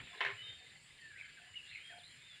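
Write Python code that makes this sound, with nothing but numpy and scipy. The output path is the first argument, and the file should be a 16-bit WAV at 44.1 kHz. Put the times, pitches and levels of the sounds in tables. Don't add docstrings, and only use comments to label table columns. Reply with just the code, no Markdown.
import sys
import numpy as np
from scipy import signal
from scipy.fft import irfft
from scipy.io import wavfile
from scipy.ndimage import uniform_filter1d

SR = 44100
rng = np.random.default_rng(int(sys.argv[2]) if len(sys.argv) > 2 else 0)


def voltage_ratio(level):
    return 10 ** (np.asarray(level, float) / 20)


def put_to_file(sound):
    columns = np.atleast_2d(sound).T
    safe = np.clip(columns, -1, 1)
    whole_steps = np.round(safe * 32767)
    wavfile.write(sys.argv[1], SR, whole_steps.astype(np.int16))


N = 105840

# (time [s], peak level [dB])
KNOCKS = [(.001, -47), (0.07, -55), (.137, -53), (0.148, -50), (.2058, -27), (.2105, -29), (.224, -35),
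          (.236, -38), (.2477, -30), (.2525, -34), (.266, -36), (0.272, -36), (.285, -39), (.302, -41),
          (.312, -44), (.335, -50)]
# (pitch [Hz], level [dB], fall time [s], 60 dB being lost in 0.7 of it)
WOOD_MODES = [(401.2, -13, 0.2), (517, -13, 0.08), (669, -20, 0.05), (1045, -1, 0.045), (1500, -12, .05),
              (1790, -1, 0.06), (2200, 0, 0.06), (2514, -8, .05), (3000, -4, 0.045), (3200, -8, .05),
              (3700, -3, 0.025)]
# (frequency [Hz], level [dB per Hz])
CRACK_COLOUR = [(150, -43), (400, -21), (1000, -9), (2200, -3), (3900, -20), (5000, -31), (8000, -48.5),
                (15000, -62)]
# (frequency [Hz], time to fall 60 dB [s])
SCATTER_T60 = [(300, .3), (1000, .17), (2500, .24), (10000, .08)]
# (time [s], length [s], from pitch [Hz], to pitch [Hz], level [dB])
WHISTLES = [(0.358, 0.03, 2780, 2940, -60), (.376, .06, 2950, 3020, -51), (.422, .093, 3040, 3130, -53.5),
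            (.505, .06, 3140, 3270, -62), (0.418, .125, 3710, 3620, -54), (0.535, .125, 3660, 3620, -63),
            (.98, .04, 1920, 1850, -65), (1.012, 0.08, 1850, 1735, -57), (1.103, .02, 1715, 1690, -55),
            (1.128, .022, 1665, 1640, -55), (1.148, 0.055, 1620, 1490, -64), (1.219, 0.06, 3150, 3020, -65),
            (1.424, 0.068, 1755, 1706, -65), (1.476, .045, 2960, 2950, -63.5),
            (1.614, 0.129, 2850, 2743, -64), (1.775, 0.06, 2780, 3150, -62), (1.83, 0.088, 3200, 3240, -57),
            (1.935, 0.06, 3230, 3200, -68), (2.207, 0.089, 3590, 3660, -64),
            (2.287, 0.076, 3578, 3380, -58.5), (0.812, .06, 8120, 7700, -72), (.09, 0.057, 3540, 3400, -62)]
# (time [s], length [s], from pitch [Hz], to pitch [Hz], level [dB])
CHIRPS = [(1.24, .025, 2200, 2050, -58), (1.37, .03, 1700, 1450, -58), (1.535, .015, 2900, 2800, -60),
          (1.54, .018, 2050, 2300, -60), (1.555, .027, 2950, 2830, -46), (1.58, .03, 2800, 2600, -53),
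          (1.895, .018, 1880, 1740, -55), (1.908, .03, 1750, 1450, -59), (1.95, .03, 2150, 2500, -63),
          (1.35, .03, 2250, 2350, -64), (.13, .02, 1060, 1050, -57), (1.905, .03, 2520, 2540, -64)]
# (time [s], length [s], from pitch [Hz], to pitch [Hz], level [dB])
RASPS = [(1.672, .05, 3350, 4000, -62), (1.672, .035, 3800, 4150, -63), (1.7, .07, 4150, 4150, -65),
         (1.983, .018, 4300, 3850, -63), (1.995, .028, 3800, 2950, -63), (2.033, .02, 3900, 4020, -59),
         (2.05, .045, 4000, 4170, -61), (2.03, .035, 3500, 3850, -64), (2.095, .04, 4150, 4100, -75),
         (.98, .06, 3200, 3050, -68), (1.02, .06, 2650, 2600, -69)]
# (time [s], peak level [dB])
TRILL = [(.523, -68), (.556, -66), (.590, -65), (.695, -68), (.768, -66), (.801, -65), (.838, -65),
         (1.010, -64), (1.045, -65), (1.080, -64), (1.254, -64), (1.289, -64), (1.324, -64)]
# (time [s], length [s], from pitch [Hz], to pitch [Hz], level [dB])
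SQUAWKS = [
    (1.15, 0.04, 1800, 2300, -59),
    (1.179, 0.053, 2480, 2220, -52.5),
    (1.71, 0.025, 2000, 2130, -59),
    (1.718, 0.058, 2700, 2350, -54.5),
    (1.745, 0.055, 2250, 2070, -54.5),
    (1.79, .055, 2400, 2450, -62),
    (1.198, 0.13, 1700, 1627, -62.5),
]
# (time [s], peak level [dB])
PIPS = [
    (.381, -58),
    (.416, -54),
    (.499, -58.5),
    (.665, -56),
    (.755, -55.5),
    (.904, -58),
    (.988, -61),
]
# (time [s], length [s], pitch [Hz], level [dB])
COOS = [
    (0.091, 0.17, 720, -70),
    (0.6, 0.054, 740, -73.5),
    (0.73, 0.05, 780, -78),
    (.15, .04, 430, -66),
    (.42, 0.116, 470, -78),
    (.6, 0.078, 460, -77),
    (1.391, 0.1, 717, -73.5),
    (1.896, 0.11, 704.4, -64),
    (1.485, 0.039, 1070, -75.5),
]
# (frequency [Hz], level [dB per Hz])
FAR_COLOUR = [(700, -54), (1200, -16.5), (1700, 0.5), (2300, 3), (3100, -0.5), (3950, -2.5), (4250, -5),
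              (5600, -37.5)]
# (time [s], level [dB])
FAR_LEVEL = [(0, -56), (.5, -59.5), (.85, -65.5), (1.2, -64), (1.45, -63.5), (1.75, -59.5), (2.05, -63),
             (2.4, -62.5)]
# (time [s], length [s], pitch [Hz], wing strokes [per s], level [dB])
BUZZES = [
    (1.8, .42, 9240, 67.9, -75),
    (0, .32, 9230, 67.9, -81),
    (.6, 1.5, 8550, 29, -83),
]
# (frequency [Hz], level [dB per Hz])
INSECT_COLOUR = [(3900, -39.5), (4500, -1.5), (5000, 0), (5500, -13.5), (6400, -15.5), (8600, -4.5),
                 (10100, -10.5), (11000, -27)]
# (frequency [Hz], level [dB per Hz])
CICADA_COLOUR = [(6400, -13), (6900, 0), (7200, 10), (7600, 6.5), (8100, -31)]
# (time [s], depth [0 to 1])
CICADA_DEPTH = [(0, 0.076), (1.4, 0.074), (2.4, 0.45)]
# (frequency [Hz], level [dB per Hz])
RUMBLE_COLOUR = [(20, -20), (40, -27), (115, -2), (280, -14), (650, -17.5), (1000, -19.5), (1400, -16),
                 (2500, -56)]
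# (frequency [Hz], level [dB per Hz])
GUST_COLOUR = [(15, -20), (40, -13.5), (110, 29), (200, -28), (400, -52)]
# (time [s], level [dB])
RUMBLE_LEVEL = [(0, 13.5), (.2, -10.5), (.3, 3.5), (.52, 4.5), (.58, -0.5), (2.4, -2.5)]
# (time [s], peak level [dB])
THUMPS = [
    (.275, -60),
    (0.341, -55.5),
    (0.431, -61),
    (.5, -56),
    (1.518, -62.5),
    (1.74, -67),
    (2.19, -62),
]
# (frequency [Hz], level [dB per Hz])
HISS_COLOUR = [(8000, -34), (10500, 11), (12500, -11.5), (16000, -1)]


def evened(x):
    return x / np.sqrt(np.mean(x ** 2) + 1e-20)


def read(points, hz):
    f, value = np.transpose(points)
    return np.interp(np.log(hz + 1), np.log(f + 1), value)


def over_time(points):
    return np.interp(np.arange(N) / SR, *np.transpose(points))


def add(mix, s, sound):
    part = mix[max(round(s * SR), 0):][:len(sound)]
    part += sound[:len(part)]


def slow(length, span):
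    window = np.hanning(int(2.1 * span) + 3)
    drift = signal.oaconvolve(rng.standard_normal(length + 800), window, "same")
    return evened(drift)[400:-400]


def colour(x, points):
    gain_db = np.maximum(read(points, np.fft.rfftfreq(4096, 1 / SR)), -100)
    log_gain = np.log(voltage_ratio(gain_db))
    phase = -signal.hilbert(np.r_[log_gain, log_gain[-2:0:-1]]).imag[:2049]
    response = irfft(np.exp(log_gain + 1j * phase))[:2048]
    return signal.oaconvolve(x, response)[:len(x)]


def tail(points, rise_s):
    taps = rng.standard_normal(SR) * (rng.random(SR) < .06)
    hz, t, z = signal.stft(taps, SR, nperseg=128)
    t60 = np.maximum(read(points, hz), .02)[:, None]
    out = signal.istft(z * voltage_ratio(-60 * t / t60), SR, nperseg=128)[1][:SR]
    out = out * np.minimum(np.arange(SR) / SR / rise_s, 1)
    return out / np.linalg.norm(out)


def wash(points, patchy_db, swell_db):
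    frames, hz = N // 256 + 5, np.fft.rfftfreq(1024, 1 / SR)
    a, b, patches = rng.standard_normal((frames, 513, 3)).T
    patches = uniform_filter1d(patches, 8, 0)
    patches = evened(uniform_filter1d(patches, 10, 1))
    level = read(points, hz)[:, None] + patchy_db * patches + swell_db * slow(frames, 4.4)
    z = (a + 1j * b) * voltage_ratio(level)
    return evened(signal.istft(z, nperseg=1024, noverlap=768)[1][:N])


def note(length, from_hz, to_hz, db, hoarse=0):
    u = np.arange(0, length, 1 / SR) / length

    def drift(span):
        return slow(N // 8, span)[:len(u)]

    hz = (from_hz + (to_hz - from_hz) * u) * (1 + .003 * drift(120))
    edge = np.sin(np.pi / 2 * np.clip(np.minimum(u, 1 - u) / .2, 0, 1))
    turn = 2 * np.pi * np.cumsum(hz) / SR
    rasp = drift(80) * np.sin(turn) + drift(80) * np.cos(turn)
    voice = np.sqrt(2 - 2 * hoarse) * np.sin(turn) + np.sqrt(hoarse) * evened(rasp)
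    return edge * voltage_ratio(db + 1.4 * drift(220)) * voice


def throbbing(sound, throbs_per_s, depth):
    return sound * (1 - depth * np.cos(2 * np.pi * throbs_per_s * np.arange(len(sound)) / SR))


def wood_ring(t, rise_s):
    detune = 1 + .01 * rng.standard_normal(len(WOOD_MODES))
    ring = np.zeros(len(t))
    for (hz, db, t60), shift in zip(WOOD_MODES, detune):
        rise = np.minimum(t / rise_s * min(hz / 1000, 1) ** 3, 1)
        ring += voltage_ratio(db - 60 * t / (.7 * t60)) * np.sin(2 * np.pi * hz * shift * t) * rise
    return ring


def knocks():
    t, out = np.arange(6000) / SR, np.zeros(N)
    rise_s, crack_db, scatter_db, tick_db = .0014, 3, -4.5, -49
    for s, db in KNOCKS:
        ring = wood_ring(t, rise_s)
        burst = rng.standard_normal(6000) * voltage_ratio(-60 * t / 0.026) * np.minimum(t / rise_s, 1)
        crack = colour(burst, CRACK_COLOUR)
        blow = ring / abs(ring).max() + voltage_ratio(crack_db) * crack / abs(crack).max()
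        returns = signal.oaconvolve(blow, tail(SCATTER_T60, 0.0055))
        add(out, s, voltage_ratio(db) * (np.pad(blow, (0, SR - 1)) + voltage_ratio(scatter_db) * returns))
    s, db = max(KNOCKS, key=lambda row: row[1])
    tick = np.diff(rng.standard_normal(601), 2) * voltage_ratio(-60 * t[:599] / .015)
    add(out, s, voltage_ratio(db + tick_db) * tick)
    return out


def birds():
    mix = np.zeros(N)
    for calls, hoarse in ((WHISTLES, .05), (CHIRPS, .08), (RASPS, .3)):
        for s, *row in calls:
            add(mix, s, note(*row, hoarse))
    for s, db in TRILL:
        add(mix, s - .002, note(.018, 4700, 4230, db - 4.5))
    return mix


def hens():
    mix = np.zeros(N)
    for s, *row in SQUAWKS:
        add(mix, s, throbbing(note(*row, .55), throbs_per_s=105, depth=.6))
    return mix


def frogs():
    mix = np.zeros(N)
    for s, db in PIPS:
        add(mix, s - .002, note(0.013, 2120, 1980, db - 2.5))
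    for s, length, hz, db in COOS:
        coo = note(length, .98 * hz, 1.02 * hz, db, .2)
        add(mix, s, throbbing(coo, throbs_per_s=51.6, depth=0.68))
    return mix


def callers():
    mix = birds() + hens() + frogs()
    trees = tail([(500, 0.23), (1500, .35), (9000, .35)], 0.032)
    return mix + voltage_ratio(-8) * signal.oaconvolve(mix, trees)[:N]


def chorus():
    notes, kinds, notes_per_s = np.zeros(N), 40, 250
    for _ in range(kinds):
        hz, glide, length = rng.uniform([1400, -.2, .01], [4400, .15, .06])
        u = np.arange(0, length, 1 / SR) / length
        turn = 2 * np.pi * np.cumsum(hz * (1 + glide * u)) / SR
        grain = np.hanning(len(u)) * np.sin(turn) * voltage_ratio(read(FAR_COLOUR, hz))
        starts = rng.random(N) < notes_per_s / kinds / SR
        train = voltage_ratio(3.8 * np.minimum(rng.exponential(1, N), 2)) * starts
        notes += signal.oaconvolve(train, grain)[:N]
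    notes += signal.oaconvolve(notes, tail([(500, 0.86), (9000, 0.13)], 0.018))[:N]
    merged = wash(FAR_COLOUR, patchy_db=2.5, swell_db=-1.97)
    return voltage_ratio(over_time(FAR_LEVEL)) * (merged + voltage_ratio(-5) * evened(notes))


def buzz():
    out = np.zeros(N)
    for s, length, hz, rate, db in BUZZES:
        t = np.arange(0, length, 1 / SR)
        decay = np.exp(-np.pi * 80 * (t * rate % 1) / 68)
        ring = decay * np.sin(2 * np.pi * hz * t + 0.37 * slow(N, 300)[:len(t)])
        add(out, s, voltage_ratio(db) * evened(ring) * np.sin(np.pi * t / length) ** .5)
    return out


def cicadas():
    throb = 1 + over_time(CICADA_DEPTH) * np.sin(2 * np.pi * 64 * np.arange(N) / SR)
    return voltage_ratio(-72.5) * throb * wash(CICADA_COLOUR, patchy_db=2.0, swell_db=0.4)


def insects():
    return voltage_ratio(-73) * wash(INSECT_COLOUR, patchy_db=-1, swell_db=1.0) + buzz() + cicadas()


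def thumps():
    length = 0.0447
    t, out = np.arange(0, length, 1 / SR), np.zeros(N)
    for (s, db), pitch in zip(THUMPS, rng.uniform(0.81, 1.28, len(THUMPS))):
        add(out, s - length / 2, voltage_ratio(db) * np.hanning(len(t)) * np.sin(2 * np.pi * 115.3 * pitch * t))
    return out


def rumble():
    distant = voltage_ratio(-71.5) * wash(RUMBLE_COLOUR, patchy_db=2, swell_db=0.33)
    gusts = voltage_ratio(-77.5) * wash(GUST_COLOUR, patchy_db=2, swell_db=2)
    return voltage_ratio(over_time(RUMBLE_LEVEL)) * (distant + gusts) + thumps()


def hiss():
    return voltage_ratio(-94) * wash(HISS_COLOUR, patchy_db=0, swell_db=1)


def scene():
    return (knocks() + callers() + chorus() + insects() + rumble() + hiss())[None]


def low_pass(x):
    return signal.sosfilt(signal.butter(12, 15500, fs=SR, output="sos"), x)


def record(dry):
    return low_pass(dry)


dry = scene()
out = record(dry)
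put_to_file(out)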